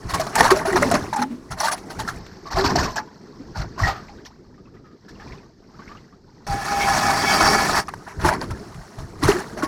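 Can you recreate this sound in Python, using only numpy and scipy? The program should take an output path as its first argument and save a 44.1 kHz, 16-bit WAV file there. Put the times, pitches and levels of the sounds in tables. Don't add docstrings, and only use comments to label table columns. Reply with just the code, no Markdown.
import sys
import numpy as np
from scipy import signal
from scipy.io import wavfile
from scipy.ndimage import uniform_filter1d

SR = 44100
rng = np.random.default_rng(int(sys.argv[2]) if len(sys.argv) > 2 else 0)


def materialize(psi):
    bounded = np.clip(np.atleast_2d(psi).T, -1, 1)
    quanta = np.round(bounded * 32767).astype(np.int16)
    wavfile.write(sys.argv[1], SR, quanta)


N = 426447
T = np.arange(N) / SR

# (frequency [Hz], width [Hz], relative level [dB])
SHAFT_MODES = [(804, 6.2, -2.5), (1250, 25, -12.5), (1700, 15, -9.5), (2229, 42, 6), (2384, 80, -4),
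               (4710, 94, 2.5), (5410, 50, 0), (1010, 40, -38), (2520, 30, -6), (3153, 24, -7.5),
               (3380, 23, -8), (4600, 110, -7), (5440, 86, -7)]
# (frequency [Hz], relative level per Hz [dB])
GRIND_COLOUR = [(530, -14), (620, -2), (1000, 0), (1900, -3), (2100, -7.5), (2700, -14.5), (3600, -26.5)]


def gain_of(db):
    return 10 ** (np.asarray(db) / 20)


def follow(db, level_db, slope):
    return gain_of(level_db + slope * (db + 30))


def evened(x):
    return x / np.sqrt(np.mean(x ** 2) + 1e-20)


def add(mix, at, sound):
    part = mix[max(round(at * SR), 0):][:len(sound)]
    part += sound[:len(part)]


def colour(x, points, closed=True):
    hz, db = np.transpose(points)
    f = abs(np.fft.fftfreq(8192, 1 / SR)) + 1
    gain_db = np.interp(np.log(f), np.log(hz), db)
    if closed:
        octaves_below = np.log2(np.maximum(hz[0] / f, 1))
        octaves_above = np.log2(np.maximum(f / hz[-1], 1))
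        gain_db = gain_db - 24 * (octaves_below + octaves_above)
    log_gain = np.maximum(gain_db, -100) * np.log(10) / 20
    phase = -signal.hilbert(log_gain).imag
    taps = np.fft.ifft(np.exp(log_gain + 1j * phase)).real[:4096]
    return signal.oaconvolve(x, taps)[:len(x)]


def ring(x, hz, width):
    r = np.exp(-np.pi * width / SR)
    return signal.lfilter([1 - r, 0, r - 1], [1, -2 * r * np.cos(2 * np.pi * hz / SR), r * r], x)


def burst(length, rise, power):
    u = np.arange(round(.3 * SR)) / SR / max(length, .02)
    shape = (1 - np.exp(-u / rise)) ** 2 * gain_of(-60 * u ** power)
    return shape / shape.max()


def plop(hz, cycles, glide, count=1600):
    t = np.arange(count) / SR
    tone = np.sin(2 * np.pi * hz * t * (1 + glide * hz * t / cycles))
    return tone * np.exp(-t * hz / cycles) * (1 - np.exp(-t * hz / 0.2))


def chips(per_s, spread_db, smooth):
    size = gain_of(spread_db * np.minimum(rng.exponential(1, N), 5)) * rng.choice([-1., 1.], N)
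    clicks = evened(size * (rng.random(N) < per_s / SR))
    return evened(clicks + smooth * rng.standard_normal(N))


def chatter(seconds, depth_db):
    size = round(seconds * SR)
    wobble = uniform_filter1d(uniform_filter1d(rng.standard_normal(N), size), size)
    return evened(gain_of(depth_db * evened(wobble)))


def lumps(drive, cycles, glide, points, low_hz=550, high_hz=3200, count=24):
    which, out = rng.integers(0, count, N), np.zeros(N)
    for k, hz in enumerate(np.geomspace(low_hz, high_hz, count)):
        out += signal.oaconvolve(drive * (which == k), plop(hz, cycles, glide) * np.sqrt(hz))[:N]
    return evened(colour(out, points))


def patchy(x, depth_db, bins, frames):
    z = signal.stft(x, nperseg=256, noverlap=192)[2]
    patches = uniform_filter1d(uniform_filter1d(rng.standard_normal(z.shape), bins, 0), frames, 1)
    patched = z * gain_of(depth_db * evened(patches))
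    return evened(signal.istft(patched, nperseg=256, noverlap=192)[1][:N])


def cutting():
    # (time [s], slush level [dB], water slop level [dB])
    stirring = [(0.0, -51, -46), (0.17, -32.5, -31.5), (0.33, -37, -37.5), (0.43, -21.5, -27.5),
                (0.63, -44, -36.5), (0.83, -27, -23.5), (1.05, -37, -32.5), (1.25, -56, -47),
                (1.74, -53, -41.5), (2.03, -42, -37.5), (2.49, -50, -45.5), (2.72, -30, -23.5),
                (3.09, -53.5, -46.5), (3.84, -50, -39.5), (4.0, -46.5, -42.5), (4.362, -59.5, -51),
                (4.85, -64, -48), (5.0, -62, -54), (5.3, -45, -39.5), (5.551, -63.5, -56),
                (5.899, -48, -44.5), (6.2, -63.5, -54), (6.45, -55, -48), (7.84, -50, -40.5),
                (8.13, -50.5, -47), (8.25, -45, -28), (8.85, -47.5, -48), (9.18, -51, -41.5),
                (9.29, -25, -23.5), (9.45, -40.5, -40.5), (9.67, -50, -35)]
    # (time [s], grind level [dB], singing level of the low shaft modes [dB])
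    dry_cut = [(6.467, -30.5, -33.5), (6.64, -29.5, -27), (6.8, -21.5, -23), (7.07, -19, -21),
               (7.16, -22.5, -25), (7.3, -16.5, -21.5), (7.48, -14, -17.5), (7.66, -20, -19),
               (7.797, -17.5, -20.5), (7.84, -40.5, -40)]
    stir_s, slush_db, slop_db = np.transpose(stirring)
    cut_s, cut_db, low_db = np.transpose(dry_cut)
    wet = (T < cut_s[0]) | (T > cut_s[-1])
    grind_db = np.where(wet, np.interp(T, stir_s, slush_db), np.interp(T, cut_s, cut_db))
    rumble = follow(grind_db, level_db=-38, slope=0.84)
    slop = np.where(wet, gain_of(np.interp(T, stir_s, slop_db)), rumble)
    return wet, grind_db, slop, gain_of(np.interp(T, cut_s, low_db))


def breaking():
    # (time [s], crunch level [dB], hollow pitch [Hz], hollow ring over crunch [dB, before a 3 dB cut],
    # nominal length [s], scaled for each layer)
    crunches = [(0.089, -28.5, 1020, -22, 0.11), (0.137, -22, 1100, 5, 0.073),
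                (0.197, -21.5, 650, 8.5, 0.063), (0.268, -27.5, 653, 7, 0.028),
                (0.345, -23.5, 1020, -8, 0.15), (0.383, -17, 1696, -18, 0.072),
                (0.408, -11.5, 1815, 12, 0.012), (0.421, -18, 1230, -9, 0.18), (0.504, -13, 1090, 1, 0.063),
                (0.543, -26, 625, 6, 0.2), (0.65, -24, 662, 5.5, 0.12), (0.694, -30.5, 910, -1, 0.088),
                (0.725, -28, 1080, -1, 0.057), (0.757, -16.5, 892, -3, 0.077), (0.822, -18, 580, 8.5, 0.05),
                (0.914, -21, 690, 17.5, 0.046), (0.938, -18, 591, 6.5, 0.081), (1.129, -27, 893, 17, 0.057),
                (1.161, -29.5, 833, 11, 0.075), (1.187, -34.5, 846, 17, 0.085),
                (1.218, -23, 852, 11.5, 0.052), (1.505, -32.5, 777, -3, 0.1), (1.567, -34.5, 633, -1, 0.22),
                (1.599, -25, 1060, 0, 0.073), (1.631, -23.5, 912, 6.5, 0.15),
                (1.681, -27.5, 1155, 14.5, 0.047), (1.712, -23.5, 766, -3, 0.089),
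                (1.764, -44, 785, -11, 0.12), (1.9, -36, 930, 4, 0.088), (1.989, -31, 868, 8.5, 0.09),
                (2.076, -30, 1338, 7, 0.084), (2.456, -40, 1137, 9.5, 0.1), (2.504, -29.5, 910, 2, 0.14),
                (2.557, -21, 668, -4, 0.18), (2.639, -18.5, 944, 1, 0.12), (2.695, -27.5, 1055, 12, 0.069),
                (2.756, -18.5, 643, 4.5, 0.06), (2.778, -19.5, 1020, -15, 0.12),
                (2.825, -22.5, 895, -9, 0.12), (2.874, -36.5, 1010, 10, 0.19), (2.959, -23.5, 865, 4, 0.1),
                (3.544, -32, 1440, -7, 0.23), (3.616, -32.5, 790, -6, 0.045), (3.774, -25.5, 666, -6, 0.24),
                (3.834, -34.5, 1895, 21.5, 0.11), (3.854, -31, 776, -24, 0.18),
                (4.249, -48.5, 1800, -13, 0.086), (5.081, -49, 1720, 7, 0.092), (7.742, -21, 894, -1, 0.13),
                (7.883, -30, 1250, -2, 0.045), (7.939, -31.5, 940, 15.5, 0.0097),
                (7.97, -59, 900, -6, 0.021), (8.063, -38.5, 970, 1, 0.17), (8.189, -30.5, 660, -15, 0.27),
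                (8.24, -19, 872, 2.5, 0.16), (8.284, -22, 1460, -7, 0.047), (8.318, -29.5, 890, -4, 0.11),
                (8.407, -32.5, 535, -6, 0.11), (8.505, -35, 906, 4, 0.056), (8.977, -43.5, 640, 0, 0.16),
                (9.222, -23.5, 1110, -3, 0.14), (9.274, -20.5, 1110, -4, 0.11), (9.308, -33, 1370, 0, .1),
                (9.38, -32, 638, -1.5, 0.094), (9.569, -33.5, 622, 4, 0.13), (9.624, -25.5, 1098, 6, 0.091)]
    # (time [s], level on their spray [dB])
    brightness = [(0.1, 3), (0.9, -3), (1.6, 5), (2.7, 4.5), (3.8, 1), (4.25, 15.5), (7.8, -2.5), (8.4, -1),
                  (9.25, 3.5), (9.6, -0.5)]
    crunch, spray, hollows = np.zeros((3, N))
    shake = rng.standard_normal((len(crunches), round(.3 * SR)))
    for (at, db, hz, ring_db, length), noise in zip(crunches, shake):
        add(crunch, at - .003, gain_of(db) * burst(length, rise=.05, power=2.2))
        spray_gain = follow(db, level_db=-39, slope=0.99)
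        add(spray, at - .003, spray_gain * burst(.8 * length, rise=.12, power=2))
        rough = evened(ring(ring(noise, hz, .055 * hz), hz, .055 * hz))
        tone = rough + 0.72 * np.sin(2 * np.pi * hz * T[:len(noise)])
        shape = burst(1.58 * length, rise=0.005, power=1.09)
        add(hollows, at - .001, gain_of(db + ring_db - 3) * shape * tone)
    return crunch, spray * gain_of(np.interp(T, *np.transpose(brightness))), hollows


def grinding(clicks, wet, level):
    bubbles = lumps(chips(400, spread_db=2.5, smooth=0), cycles=7., glide=.02, points=GRIND_COLOUR)
    ice_lumps = lumps(clicks, cycles=4.4, glide=0, points=GRIND_COLOUR)
    body = evened(colour(clicks, GRIND_COLOUR)) + 0.9 * ice_lumps + 1.6 * bubbles * wet
    return patchy(body, depth_db=2.0, bins=3, frames=12) * level


def fine_chips(grit, wet, level):
    # (frequency [Hz], relative level per Hz [dB])
    fizz_colour = [(1650, -36.5), (2800, -15), (3650, -13.5), (4440, -5.5), (4830, -11), (5410, -6),
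                   (7720, -15), (10600, -18), (11600, -24.5), (12700, -22), (14100, -28), (16000, -32),
                   (17100, -37.5)]
    shards = lumps(chips(900, spread_db=3, smooth=0), cycles=6., glide=0, points=fizz_colour,
                   low_hz=2600, high_hz=12000)
    fizz = evened(colour(grit, fizz_colour)) + 0.54 * shards * wet
    return patchy(fizz, depth_db=2.5, bins=6, frames=8) * level


def blade_edges(grit, spray):
    # (frequency [Hz], width [Hz], level over the spray [dB])
    edge_modes = [(9740, 34, -13.5), (10220, 50, -19.5), (10760, 60, -20)]
    out = np.zeros(N)
    for hz, width, db in edge_modes:
        out += gain_of(db) * evened(ring(grit, hz, width)) * chatter(0.04, depth_db=5)
    return out * spray


def water(slop):
    # (frequency [Hz], relative level per Hz [dB])
    slop_colour = [(130, -7.5), (200, -2), (300, -5), (400, -3.5), (500, -12)]
    return evened(colour(rng.standard_normal(N), slop_colour)) * chatter(0.03, depth_db=2.2) * slop


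def ice_sheet(slop):
    # (frequency [Hz], relative level per Hz [dB])
    boom_colour = [(22, 2), (50, 3), (110, 4), (160, 1.5)]
    # (time [s], level [dB])
    thumps = [(0.032, -27.5), (0.119, -28), (0.389, -32), (0.779, -33), (1.029, -47), (1.489, -29.5),
              (1.949, -31), (2.53, -23), (2.637, -24), (2.762, -23.5), (3.558, -24.5), (3.8, -22),
              (5.29, -37.5), (6.464, -24.5), (6.929, -35), (7.027, -29), (7.405, -18), (8.159, -29),
              (8.219, -23), (8.472, -25.5), (8.738, -33), (8.966, -28.5), (9.229, -22)]
    flexing = np.zeros(N)
    for at, db in thumps:
        add(flexing, at, gain_of(db) * burst(0.19, rise=0.22, power=1.0))
    boom = evened(colour(rng.standard_normal(N), boom_colour)) * chatter(0.13, depth_db=2.5)
    return boom * np.hypot(gain_of(-5) * slop, flexing)


def shaft(clicks, wet, grind_db, low_gain):
    # (time [s], rise in level [dB])
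    flares = [(6.835, 8.5), (7.29, 10.5)]
    # (time [s], length [s], rise in level [dB])
    high_swell = (7.49, 0.042, 6)
    flare_db = sum(db * np.exp(-((T - at) / 0.046) ** 2) for at, db in flares)
    swell_s, swell_length_s, swell_rise_db = high_swell
    swell_db = swell_rise_db * np.exp(-((T - swell_s) / swell_length_s) ** 2)
    middle_gain = gain_of(grind_db - 20.5 + flare_db)
    high_gain = follow(grind_db, level_db=-52.5, slope=1.2) * gain_of(swell_db)
    singing = ~wet * np.array([low_gain, middle_gain, high_gain])
    damped = gain_of(-16 * np.maximum(T - 7.08, 0))
    lowest_hz = SHAFT_MODES[0][0]
    steel = np.zeros(N)
    for hz, width, db in SHAFT_MODES:
        group = int(hz > 2000) + int(hz > 4000)
        tone = gain_of(db) * evened(ring(clicks, hz, width)) * singing[group]
        if hz == lowest_hz:
            tone = tone * damped
        steel += tone * chatter(.04, depth_db=3)
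    waver = uniform_filter1d(rng.standard_normal(N), 1500)
    squeal_hz = lowest_hz * (1 + 0.00735 * evened(waver))
    squeal = np.sin(2 * np.pi * np.cumsum(squeal_hz) / SR) * damped
    return steel + 0.8 * squeal * singing[0] * chatter(.03, depth_db=2.5)


def slush_hiss(wet, grind_db):
    hiss = evened(ring(rng.standard_normal(N), 5200, 1400))
    return hiss * follow(grind_db, level_db=-49, slope=0.68) * wet


def auger():
    wet, grind_db, slop, low_gain = cutting()
    crunch, spray, hollows = breaking()
    slip = np.where(wet, 1, chatter(0.018, depth_db=2.0))
    clicks = chips(2500, spread_db=-1.5, smooth=0.63)
    grit = chips(3000, spread_db=3.0, smooth=0.98)
    fizz = follow(grind_db, level_db=-38.5, slope=0.92)
    ice = grinding(clicks, wet, np.hypot(gain_of(grind_db) * slip, crunch)) + hollows
    fine = fine_chips(grit, wet, np.hypot(fizz * slip, spray)) + blade_edges(grit, spray)
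    steel = shaft(clicks, wet, grind_db, low_gain)
    return ice + fine + slush_hiss(wet, grind_db) + water(slop) + ice_sheet(slop) + steel


def ticks():
    # (time [s], level [dB, before a 2 dB cut], frequency [Hz])
    snaps = [(0.1411, -25, 4600), (0.2174, -32, 5190), (0.2987, -32, 4470), (0.5625, -16, 6050),
             (0.7262, -18, 7390), (0.7814, -32, 4220), (0.8574, -20, 5000), (0.9023, -14, 5300),
             (0.9423, -8.5, 6500), (7.874, -27, 5630), (8.3544, -29, 4470), (8.4148, -14, 4700),
             (8.5134, -38, 5460), (9.2369, -11, 4030), (9.3182, -10.5, 2840)]
    out = np.zeros(N)
    for at, db, hz in snaps:
        add(out, at, gain_of(db - 2) * plop(hz, cycles=4, glide=0, count=600))
    return out


def cracks():
    # (time [s], level before the filter [dB], fizz level before the filter [dB])
    splits = [(0.355, -19, -18), (.506, -24, -29), (0.764, -39, -38), (.824, -45, -26.5),
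              (0.914, -23, -24.5), (1.161, -38, -30.5), (1.779, -36, -59), (1.987, -41, -49),
              (2.16, -57, -51), (2.265, -38, -50), (2.66, -20, -41), (2.758, -35, -23), (2.959, -29, -23.5),
              (6.885, -32, -44), (8.508, -37, -62), (8.745, -43, -64), (8.987, -39, -65), (9.19, -57, -56),
              (9.633, -40, -45)]
    low, high, t = np.zeros(N), np.zeros(N), np.arange(600) / SR
    for (at, db, fizz_db), noise in zip(splits, rng.standard_normal((len(splits), len(t)))):
        add(low, at, gain_of(db - 60 * t / 0.053) * noise)
        add(high, at, gain_of(fizz_db - 60 * t / 0.045) * noise)
    return 3 * ring(low, 1500, 1340) + 1.62 * ring(ring(high, 6800, 5500), 5000, 5800)


def hole():
    # (time [s], level [dB], pitch [Hz], length [s], bend [share of the pitch per s])
    gurgles = [(0.393, -20, 435, 0.24, 4.3), (0.513, -7.5, 369, 0.11, 1.8), (0.674, -18, 390, 0.13, 0.5),
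               (0.724, -16, 355, 0.19, 1), (0.848, -21, 257, 0.16, 1.2), (1.181, -20.5, 228.8, 0.29, 1.9),
               (1.296, -27, 229, 0.24, 1.3), (2.571, -18.5, 371.6, 0.33, 0.9),
               (2.645, -16.5, 280, 0.062, -2), (3.395, -34, 284, 0.13, -1), (5.79, -36.5, 213, .06, -3),
               (5.872, -38, 201, 0.052, 2), (6.052, -48, 170, .06, -2), (6.135, -41, 180, .06, 2),
               (8.248, -11, 345, 0.06, 1), (9.227, -15.5, 307, 0.062, -3), (9.285, -8, 378, 0.079, 4),
               (9.333, -21.5, 332, 0.21, 2.2), (9.631, -16, 310, 0.042, 1.4)]
    out, t = np.zeros(N), np.arange(round(.3 * SR)) / SR
    shake = rng.standard_normal((len(gurgles), len(t)))
    for (at, db, hz, length, bend), noise in zip(gurgles, shake):
        tone = np.sin(2 * np.pi * hz * (t + bend * t ** 2 / 2)) + 0.41 * evened(ring(noise, hz, 60))
        add(out, at, gain_of(db) * burst(length, rise=0.065, power=0.55) * tone)
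    return out


def drips():
    # (time [s], level [dB], pitch [Hz], climb [share of the pitch per decay to 1/e, negative falls])
    drops = [(3.074, -38.5, 980, -0), (4.038, -46, 1470, .03), (4.083, -40, 2150, 0.26),
             (4.093, -36, 824, -0.02), (4.175, -49, 3900, -.05), (4.186, -41.5, 1490, 0.15),
             (4.251, -38, 3030, 0.2), (4.258, -37, 1700, 0.19), (4.305, -44, 760, 0.84),
             (4.542, -48.5, 1700, 0.14), (4.579, -45, 1180, .05), (4.657, -51, 2600, -0),
             (4.672, -48, 1000, 0.34), (4.768, -48, 1960, -0), (4.843, -48.5, 1310, .0),
             (5.05, -51, 1620, .05), (5.088, -48, 1620, -0.1), (5.154, -47, 2870, -0.051),
             (5.196, -41, 757, 0.1), (5.199, -35, 1740, .03), (5.219, -35, 1570, .1),
             (5.268, -43, 820, 0.4), (5.275, -41, 2410, 0), (5.33, -39, 965, 0.1),
             (5.322, -34, 2390, -0.16), (5.355, -48, 2880, .03), (5.383, -45, 2500, -0),
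             (5.43, -47, 1114, .03), (5.743, -45, 1220, 0.1), (5.792, -33, 1084, 0.06),
             (5.82, -37, 1490, .05), (5.878, -36, 2030, 0.22), (5.894, -37, 1120, .03),
             (5.915, -32, 1173, .05), (5.95, -36.5, 1130, 0.1), (5.972, -41, 2790, .03),
             (6.125, -44, 1100, 0.14)]
    out, splashes = np.zeros(N), rng.standard_normal((len(drops), round(.3 * SR)))
    for (at, db, hz, climb), noise in zip(drops, splashes):
        add(out, at, gain_of(db) * plop(hz, cycles=16, glide=climb / 2, count=4000))
        splash = evened(ring(ring(noise, 0.83 * hz, 1400), 0.83 * hz, 1400))
        add(out, at, gain_of(db - 14) * burst(0.045, rise=0.012, power=2.8) * splash)
    return out


def knocks():
    # (time [s], level [dB], relative level of the lowest mode [dB])
    rim_knocks = [(3.866, -19.5, 0.5), (3.949, -31, -16), (4.735, -48.5, -20), (4.845, -48, -18),
                  (4.904, -54, -20), (5.192, -46, 0)]
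    out, t = np.zeros(N), np.arange(round(.3 * SR)) / SR
    phases = rng.uniform(0, 2 * np.pi, (len(rim_knocks), 3))
    shake = rng.standard_normal((len(rim_knocks), len(t)))
    for (at, db, low_db), phase, noise in zip(rim_knocks, phases, shake):
        tone = np.zeros(len(t))
        for (hz, _, _), start, mode_db in zip(SHAFT_MODES, phase, (low_db, 0, -12)):
            sagging = np.sin(2 * np.pi * hz * t * (1 - .25 * t) + start)
            rough = evened(ring(noise, hz, 130))
            tone += gain_of(mode_db) * (.6 * sagging + .6 * rough)
        add(out, at, gain_of(db) * burst(0.21, rise=0.028, power=1.0) * tone)
    return out


def scene():
    return (auger() + ticks() + cracks() + hole() + drips() + knocks())[None]


def record(dry):
    # (from [s], to [s])
    head_span = (2.19, 6.465)
    # (frequency [Hz], level [dB])
    head_colour = [(40, 2), (100, 1), (3000, -3), (5000, 1.5), (6500, -4.5), (8000, -8.5), (10000, -20.5),
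                   (11300, -30), (12500, -3), (14500, -8), (16000, -52)]
    start_s, end_s = head_span
    head = np.clip(np.minimum(T - start_s, end_s - T) / .003, 0, 1)
    heard = head * colour(dry[0], head_colour, closed=False) + (1 - head) * dry[0]
    rounded = np.sign(heard) * (.6 + .3 * np.tanh((abs(heard) - .6) / .3))
    heard = np.where(abs(heard) < .6, heard, rounded)
    band_limit = signal.firwin(1023, 17240, window=("kaiser", 11), fs=SR)
    return signal.oaconvolve(heard, band_limit, "same")[None]


dry = scene()
out = record(dry)
materialize(out)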